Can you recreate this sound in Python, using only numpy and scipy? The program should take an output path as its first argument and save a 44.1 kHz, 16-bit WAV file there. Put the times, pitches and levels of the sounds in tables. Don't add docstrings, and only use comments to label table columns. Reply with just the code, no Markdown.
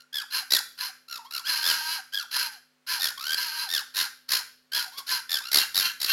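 import sys
import numpy as np
from scipy import signal
from scipy.fft import rfft, irfft
from scipy.io import wavfile
from scipy.ndimage import map_coordinates

SR = 44100
rng = np.random.default_rng(int(sys.argv[2]) if len(sys.argv) > 2 else 0)


def wrap_up_sound(samples):
    columns = np.atleast_2d(samples).T
    tamed = np.clip(columns, -1, 1)
    steps = np.round(tamed * 32767).astype(np.int16)
    wavfile.write(sys.argv[1], SR, steps)


N = 269892
T = np.arange(N) / SR
TOP_HZ = 15900
# start_s, length_s, pitch_hz, last_pitch_hz, level_db
SCREECH_CALLS = [ (0.315, 0.11, 1010, 771, -27), (0.787, 0.11, 998, 752, -30.5),
                 (1.462, .535, 991.2, 757, -25.5), (2.322, 0.18, 997, 899.5, -25.5),
                 (2.502, 0.074, 853, 713.6, -43.5), (2.878, 0.12, 1008, 793, -25.5),
                 (3.358, 0.32, 980, 756, -28.5), (3.953, .115, 1018, 798.7, -27.5),
                 (4.297, 0.12, 1038, 906, -27), (4.738, .1, 980, 930, -27.5), (5.077, 0.12, 1010, 929, -26)]


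def undb(db):
    return 10 ** (np.asarray(db) / 20)


def unit(x):
    return x / np.sqrt(np.mean(x ** 2))


def gain_at(hz, spectrum):
    points_hz, db = np.transpose(spectrum)
    return undb(np.interp(np.log(hz + 1), np.log(points_hz), db))


def colour(x, spectrum, resonances=()):
    f = np.arange(N // 2 + 1) * SR / N
    humps_db = sum(db / (1 + (2 * (f - hz) / width_hz) ** 2) for hz, width_hz, db in resonances)
    return unit(irfft(rfft(x) * gain_at(f, spectrum) * undb(humps_db), N))


def wander(hz):
    f = np.arange(N // 2 + 1) * SR / N
    return unit(irfft(rfft(rng.standard_normal(N)) * np.exp(-(f / hz) ** 2), N))


def perform(calls, edge_s):
    gate, curves = np.zeros(N), np.tile(calls[0][1:, :1], N)
    for time_s, *controls in sorted(calls, key=lambda call: call[0, 0]):
        span = slice(*np.searchsorted(T, [time_s[0] - edge_s, time_s[-1] + edge_s]))
        outside_s = np.maximum(time_s[0] - T[span], T[span] - time_s[-1])
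        gate[span] = np.maximum(gate[span], np.clip(2 - 2 * outside_s / edge_s, 0, 1))
        curves[:, span] = [np.interp(T[span], time_s, control) for control in controls]
    return [gate, *curves]


def folds(hz, spectrum, count):
    phase = 2 * np.pi * np.cumsum(hz) / SR
    k = np.arange(1, count + 1)[:, None]
    size = gain_at(k * hz, spectrum) * (k * hz < TOP_HZ)
    lag = rng.uniform(0, 2 * np.pi, (count, 1))
    return np.sqrt(2) * np.sin(k * phase + lag) * size / np.sqrt(np.sum(size ** 2, axis=0))


def night(air_db=-72):
    # freq_hz, level_db
    hum_lines = [(150.7, -85), (253.0, -76.5), (452.2, -87), (554.5, -85.5)]
    # freq_hz, gain_db
    air_spectrum = [(18, -96), (30, -22), (133, -41), (202, -15.5), (263, -31), (389, -5.5), (443, -14.5),
                    (808, -9.5), (1550, -7), (4190, -14), (15500, -26.5)]
    hum = sum(np.sqrt(2) * undb(db + wander(5)) * np.sin(2 * np.pi * hz * T) for hz, db in hum_lines)
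    return hum + undb(air_db) * colour(rng.standard_normal(N), air_spectrum)


def whine(start_s, length_s, first_hz, last_hz, first_rate_hz, last_rate_hz, first_db, last_db, harsh):
    share = np.linspace(0, 1, 20)
    glide = 1 - (1 - share) ** 2
    pitch_hz = first_hz + (last_hz - first_hz) * glide
    flutter_hz = first_rate_hz + (last_rate_hz - first_rate_hz) * glide
    level_db = first_db + (last_db - first_db) * share
    harshness = np.full_like(share, harsh)
    return np.array([start_s + length_s * share, pitch_hz, flutter_hz, level_db, harshness])


def squeal(start_s, length_s, top_hz, first_rate_hz, last_rate_hz, swell_s, db, harsh):
    scoop, crest_share, end_hz = .07, .22, 840
    swell_db, fade_db = 10.5, 23.5
    break_hz, break_width_hz, break_db, break_harsh = 1194, 123, 3.5, .28
    age_s = np.linspace(0, length_s, 40)
    share = age_s / length_s
    rise = np.clip(1 - share / crest_share, 0, 1) ** 2
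    sink = np.clip((share - crest_share) / (1 - crest_share), 0, 1) ** 2.1
    pitch_hz = top_hz * (1 - scoop * rise) + (end_hz - top_hz) * sink
    flutter_hz = np.interp(age_s, [.0244, .0914], [first_rate_hz, last_rate_hz])
    catch = np.exp(-((pitch_hz - break_hz) / break_width_hz) ** 2) * (sink > 0)
    onset = np.clip(1 - age_s / swell_s, 0, 1)
    level_db = db - swell_db * onset - fade_db * sink ** 1.2 + break_db * catch
    harshness = harsh * np.interp(pitch_hz, [end_hz, break_hz], [.5, 1]) + break_harsh * catch
    return np.array([start_s + age_s, pitch_hz, flutter_hz, level_db, harshness])


def throat_puffs(calls, flutter_hz, width_cycles=.18, blur_hz=150):
    cycles = np.zeros(N)
    for time_s, _, rate_hz, *_ in sorted(calls, key=lambda call: call[0, 0]):
        span = slice(*np.searchsorted(T, [time_s[0] - .5 / rate_hz[0], time_s[-1] + 1 / rate_hz[-1]]))
        cycles[span] = np.cumsum(np.interp(T[span], time_s, rate_hz)) / SR - .5
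    in_cycle = (cycles + .5) % 1 - .5
    puff = np.exp(-.5 * np.abs(in_cycle / width_cycles) ** 3)
    merged = np.clip((flutter_hz / blur_hz) ** 6, 0, 1)
    return (1 - merged) * puff + merged / 2


def chatter(leak=.12, bend=.025, jitter=.03932, ragged_db=3, whistle_hz=12850, whistle_db=-13):
    # start_s, length_s, top_hz, first_flutter_hz, last_flutter_hz, swell_s, level_db, harshness
    squeals = [ (0.132, 0.11, 1745, 78, 49, 0.021, -29.5, 0.34),
               (0.509, 0.097, 2020, 72, 37.3, 0.015, -19.5, 0.6),
               (1.086, 0.12, 1421, 72.7, 52.1, 0.036, -35.5, 0.38),
               (1.312, 0.11, 1408, 77.6, 54.77, 0.034, -32, 0.54),
               (1.632, 0.13, 1734, 89.9, 72.7, 0.064, -20, 0.53),
               (2.128, 0.12, 1692, 107.5, 65.5, 0.013, -29.5, 0.32),
               (2.999, .12, 1865, 91.54, 53, 0.046, -22.5, 0.63),
               (3.692, .13, 1860, 86.8, 67, 0.055, -23.5, 0.45),
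               (3.949, 0.12, 1950, 99.3, 61.5, .022, -27, 0.63),
               (4.293, .112, 2064, 71.04, 44.5, 0.027, -23, 0.81),
               (4.722, .13, 1700, 70.13, 62.68, .012, -28.5, 0.46),
               (4.963, 0.063, 1180, 148, 152, 0.025, -35, 0.4),
               (5.072, .08, 2020, 92.6, 87.2, 0.019, -33, 0.73),
               (5.296, 0.12, 1817, 87.4, 54.97, 0.024, -24.5, .52),
               (5.519, 0.12, 2150, 73.66, 71, 0.024, -18, 0.68),
               (5.747, .095, 2000, 95.5, 93.3, 0.034, -19.5, 0.76),
               (6.004, 0.096, 2100, 70.5, 45.3, .008, -26, 0.74)]
    # start_s, length_s, first_hz, last_hz, first_flutter_hz, last_flutter_hz,
    # first_db, last_db, harshness
    whines = [ (0, 0.019, 1520, 1417, 69, 66, -49, -53, 0.47),
              (1.195, 0.044, 980, 890, 139.3, 141.8, -42, -53, 0.04),
              (1.252, .04, 930, 1130, 139.9, 138, -40, -62, 0.22),
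              (1.443, 0.029, 1400, 1678, 147.2, 140.8, -47, -30.5, 0.17),
              (3.18, .166, 1080, 1630, 56.6, 80.3, -39.5, -25.5, 0.49),
              (4.864, .03, 795, 752, 56, 55.5, -45.5, -47, 0.57),
              (4.924, 0.032, 896, 1120, 150.2, 152.6, -50, -45, 0.55),
              (5.423, 0.072, 1180, 1430, 54, 66.53, -44, -36.5, 0.4)]
    # freq_hz, gain_db
    tone_spectrum = [(700, 46), (1200, -4.5), (1650, -2), (2100, -11), (2700, -8.5), (3350, 2.5),
                     (4200, -2), (5100, -3), (6500, -20)]
    # freq_hz, gain_db
    rasp_spectrum = [(200, -28), (800, -18.5), (1600, -11), (2600, -12), (3400, -10), (4300, 0.5),
                     (5400, -2), (6300, -14.5), (7000, -12), (8000, -24), (9500, -13.5), (12000, -4.5),
                     (13500, -33), (16000, -18)]
    # freq_hz, width_hz, gain_db
    peaks = [(4524, 110, 3.5), (13150, 390, 21)]
    calls = [squeal(*row) for row in squeals] + [whine(*row) for row in whines]
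    gate, hz, flutter_hz, db, harsh = perform(calls, edge_s=.0059)
    harsh = np.clip(harsh, .03, .97)
    puff = throat_puffs(calls, flutter_hz)
    hz = hz * (1 + bend * (puff - 1) + .012 * wander(60) + jitter * harsh * wander(855))
    partials = [partial * undb(ragged_db * wander(140)) for partial in folds(hz, tone_spectrum, count=5)]
    tone = partials[0] * (.44 + .17 * puff) + sum(partials[1:]) * (leak + puff)
    whistle = np.sin(2 * np.pi * np.cumsum(whistle_hz * (1 + .016 * wander(120))) / SR)
    high_pitched = np.interp(hz, [1450, 1650], [0, 1])
    tone += undb(whistle_db) * whistle * puff * high_pitched
    rasp = colour(rng.standard_normal(N), rasp_spectrum, peaks) * (leak + puff)
    voice = ((1 - harsh) * tone + harsh * rasp) / np.hypot(1 - harsh, harsh)
    return 1.477 * voice * gate * undb(db + wander(68))


def yips(start_hz=1400, top_hz=1720, lead_s=.004, length_s=.034, gain_db=-12, scoop_db=15):
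    offsets_s = length_s * np.array([0, .5, 1]) - lead_s
    calls = [np.array([start_s + offsets_s, [start_hz, top_hz, top_hz], [db - scoop_db, db, db]])
             for start_s, *_, db in SCREECH_CALLS]
    gate, hz, db = perform(calls, edge_s=.01)
    partials = folds(hz * (1 + .012 * wander(500)), [(1600, -1.5), (3300, -12.5), (4900, -5)], count=3)
    return partials.sum(axis=0) * gate * undb(gain_db + db)


def cry(start_s, length_s, hz, last_hz, db):
    attack_s, attack_db, release_s, release_db = .026, 10, .045, 9
    first_surge_s, surge_period_s, lull_db, lull_sag = .05, .21, 5.5, .07
    age_s = np.linspace(0, length_s, 80)
    attack = np.clip(1 - age_s / attack_s, 0, 1)
    release = np.clip(1 - (length_s - age_s) / release_s, 0, 1)
    lull = np.sin(np.pi * (age_s - first_surge_s) / surge_period_s) ** 2
    held_hz = hz * (1 - lull_sag * lull * (age_s > first_surge_s))
    pitch_hz = held_hz + (last_hz - held_hz) * release ** 2
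    level_db = db - attack_db * attack - lull_db * lull - release_db * release
    return np.array([start_s + age_s, pitch_hz, level_db])


def hoarse_voice(calls, peaks, jitter, air_db, tone_db, settle_s, rough_db=3, tone_delay_s=.035):
    # freq_hz, gain_db
    spectrum = [(100, -29), (700, -28.5), (1250, -18), (2300, -12), (3000, -6.5), (3600, -14.5),
                (4600, -6.5), (5700, -11.5), (6900, -19), (8000, -28.5), (9500, -20), (11500, -20),
                (13000, -19), (16000, -26.5)]
    gate, hz, db = perform([cry(*row) for row in calls], edge_s=.014)
    age_s = T - np.maximum.accumulate(np.where(gate > 0, 0, T))
    chaos = np.exp(-age_s / settle_s)
    pulse_hz = hz / 3 * (1 + jitter * chaos * wander(400))
    pulses = folds(pulse_hz, [(500, -32.5), (1000, -8), (2000, -22)], count=40).sum(axis=0)
    air = undb(air_db) * np.sqrt(chaos) * rng.standard_normal(N)
    rasp = colour((pulses + air) * undb(rough_db * chaos * wander(240)), spectrum, peaks)
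    warp = np.cumsum(1 + .007 * wander(14))
    rasp = map_coordinates(rasp, [warp], order=5, mode="mirror")
    tone_phase = 2 * np.pi * np.cumsum(hz * (1 + .028 * wander(150))) / SR
    tone = np.sin(tone_phase) * undb(4 * wander(45))
    late_gate = np.interp(T - tone_delay_s, T, gate)
    return gate * (rasp * undb(db) + late_gate * tone * undb(tone_db + .63 * db))


def screeches():
    # freq_hz, width_hz, gain_db
    peaks = [(1564, 200, 10.5), (4170, 273, 14), (4955, 430, 7), (11080, 470, 10.5), (11930, 2100, 7.5)]
    return hoarse_voice(SCREECH_CALLS, peaks, jitter=.07, air_db=5.5, tone_db=-25, settle_s=.3956)


def snarls():
    # start_s, length_s, pitch_hz, last_pitch_hz, level_db
    calls = [ (5.58, .082, 1020, 900, -24), (5.805, .105, 1048, 999, -24), (6.075, 0.11, 1127, 1130, -20.5)]
    # freq_hz, width_hz, gain_db
    peaks = [(1586, 232, 12.9), (2768, 140, 10.3), (3186, 147, 10.8), (4042, 290, 8.6), (4290, 180, 12.4),
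             (11800, 990, 14)]
    return hoarse_voice(calls, peaks, jitter=.025, air_db=6, tone_db=-36, settle_s=.34)


def street(x, build_s=.0021):
    # delay_s, gain_db, cutoff_hz
    echoes = [(.0065, -19.5, 11900), (0.021, -16, 11930), (.058, -18.5, 2000), (.108, -30, 1960)]
    # freq_hz, gain_db, t60_s
    tail_bands = [(282, -10, 0.85), (922, -42.5, 0.22), (1440, 1, 0.34), (2770, -12, 0.45),
                  (4480, -16, 0.51), (7400, -2.5, 0.35), (11800, -12.5, 0.43)]
    t, f = T[:SR], np.arange(SR // 2 + 1)
    centres_hz = np.transpose(tail_bands)[0]
    noise = rfft(rng.standard_normal(SR))
    response = np.zeros(SR)
    for weights, (_, db, t60_s) in zip(np.eye(len(tail_bands)), tail_bands):
        band = irfft(noise * np.interp(f, centres_hz, weights), SR)
        fade = np.exp(-np.log(1000) * t / t60_s) * (1 - np.exp(-t / build_s))
        response += band * undb(db) * fade / np.sqrt(np.sum(fade ** 2))
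    for delay_s, db, cutoff_hz in echoes:
        click = signal.unit_impulse(SR, int(delay_s * SR))
        response += undb(db) * signal.lfilter(*signal.butter(4, cutoff_hz, fs=SR), click)
    return x + signal.fftconvolve(x, response)[:N]


def scene():
    voices = screeches() + snarls() + chatter() + yips()
    return (street(voices) + night())[None]


def record(dry, lopsided=.83, crackle_hz=(260, 750)):
    squashed = np.tanh(signal.resample_poly(dry, 2, 1, axis=1))
    crackle_band = signal.butter(2, crackle_hz, "band", fs=2 * SR, output="sos")
    crackle = signal.sosfilt(crackle_band, squashed ** 2)
    overloaded = signal.resample_poly(squashed + lopsided * crackle, 1, 2, axis=1)
    return signal.sosfilt(signal.ellip(10, .2, 70, TOP_HZ, fs=SR, output="sos"), overloaded)


dry = scene()
out = record(dry)
wrap_up_sound(out)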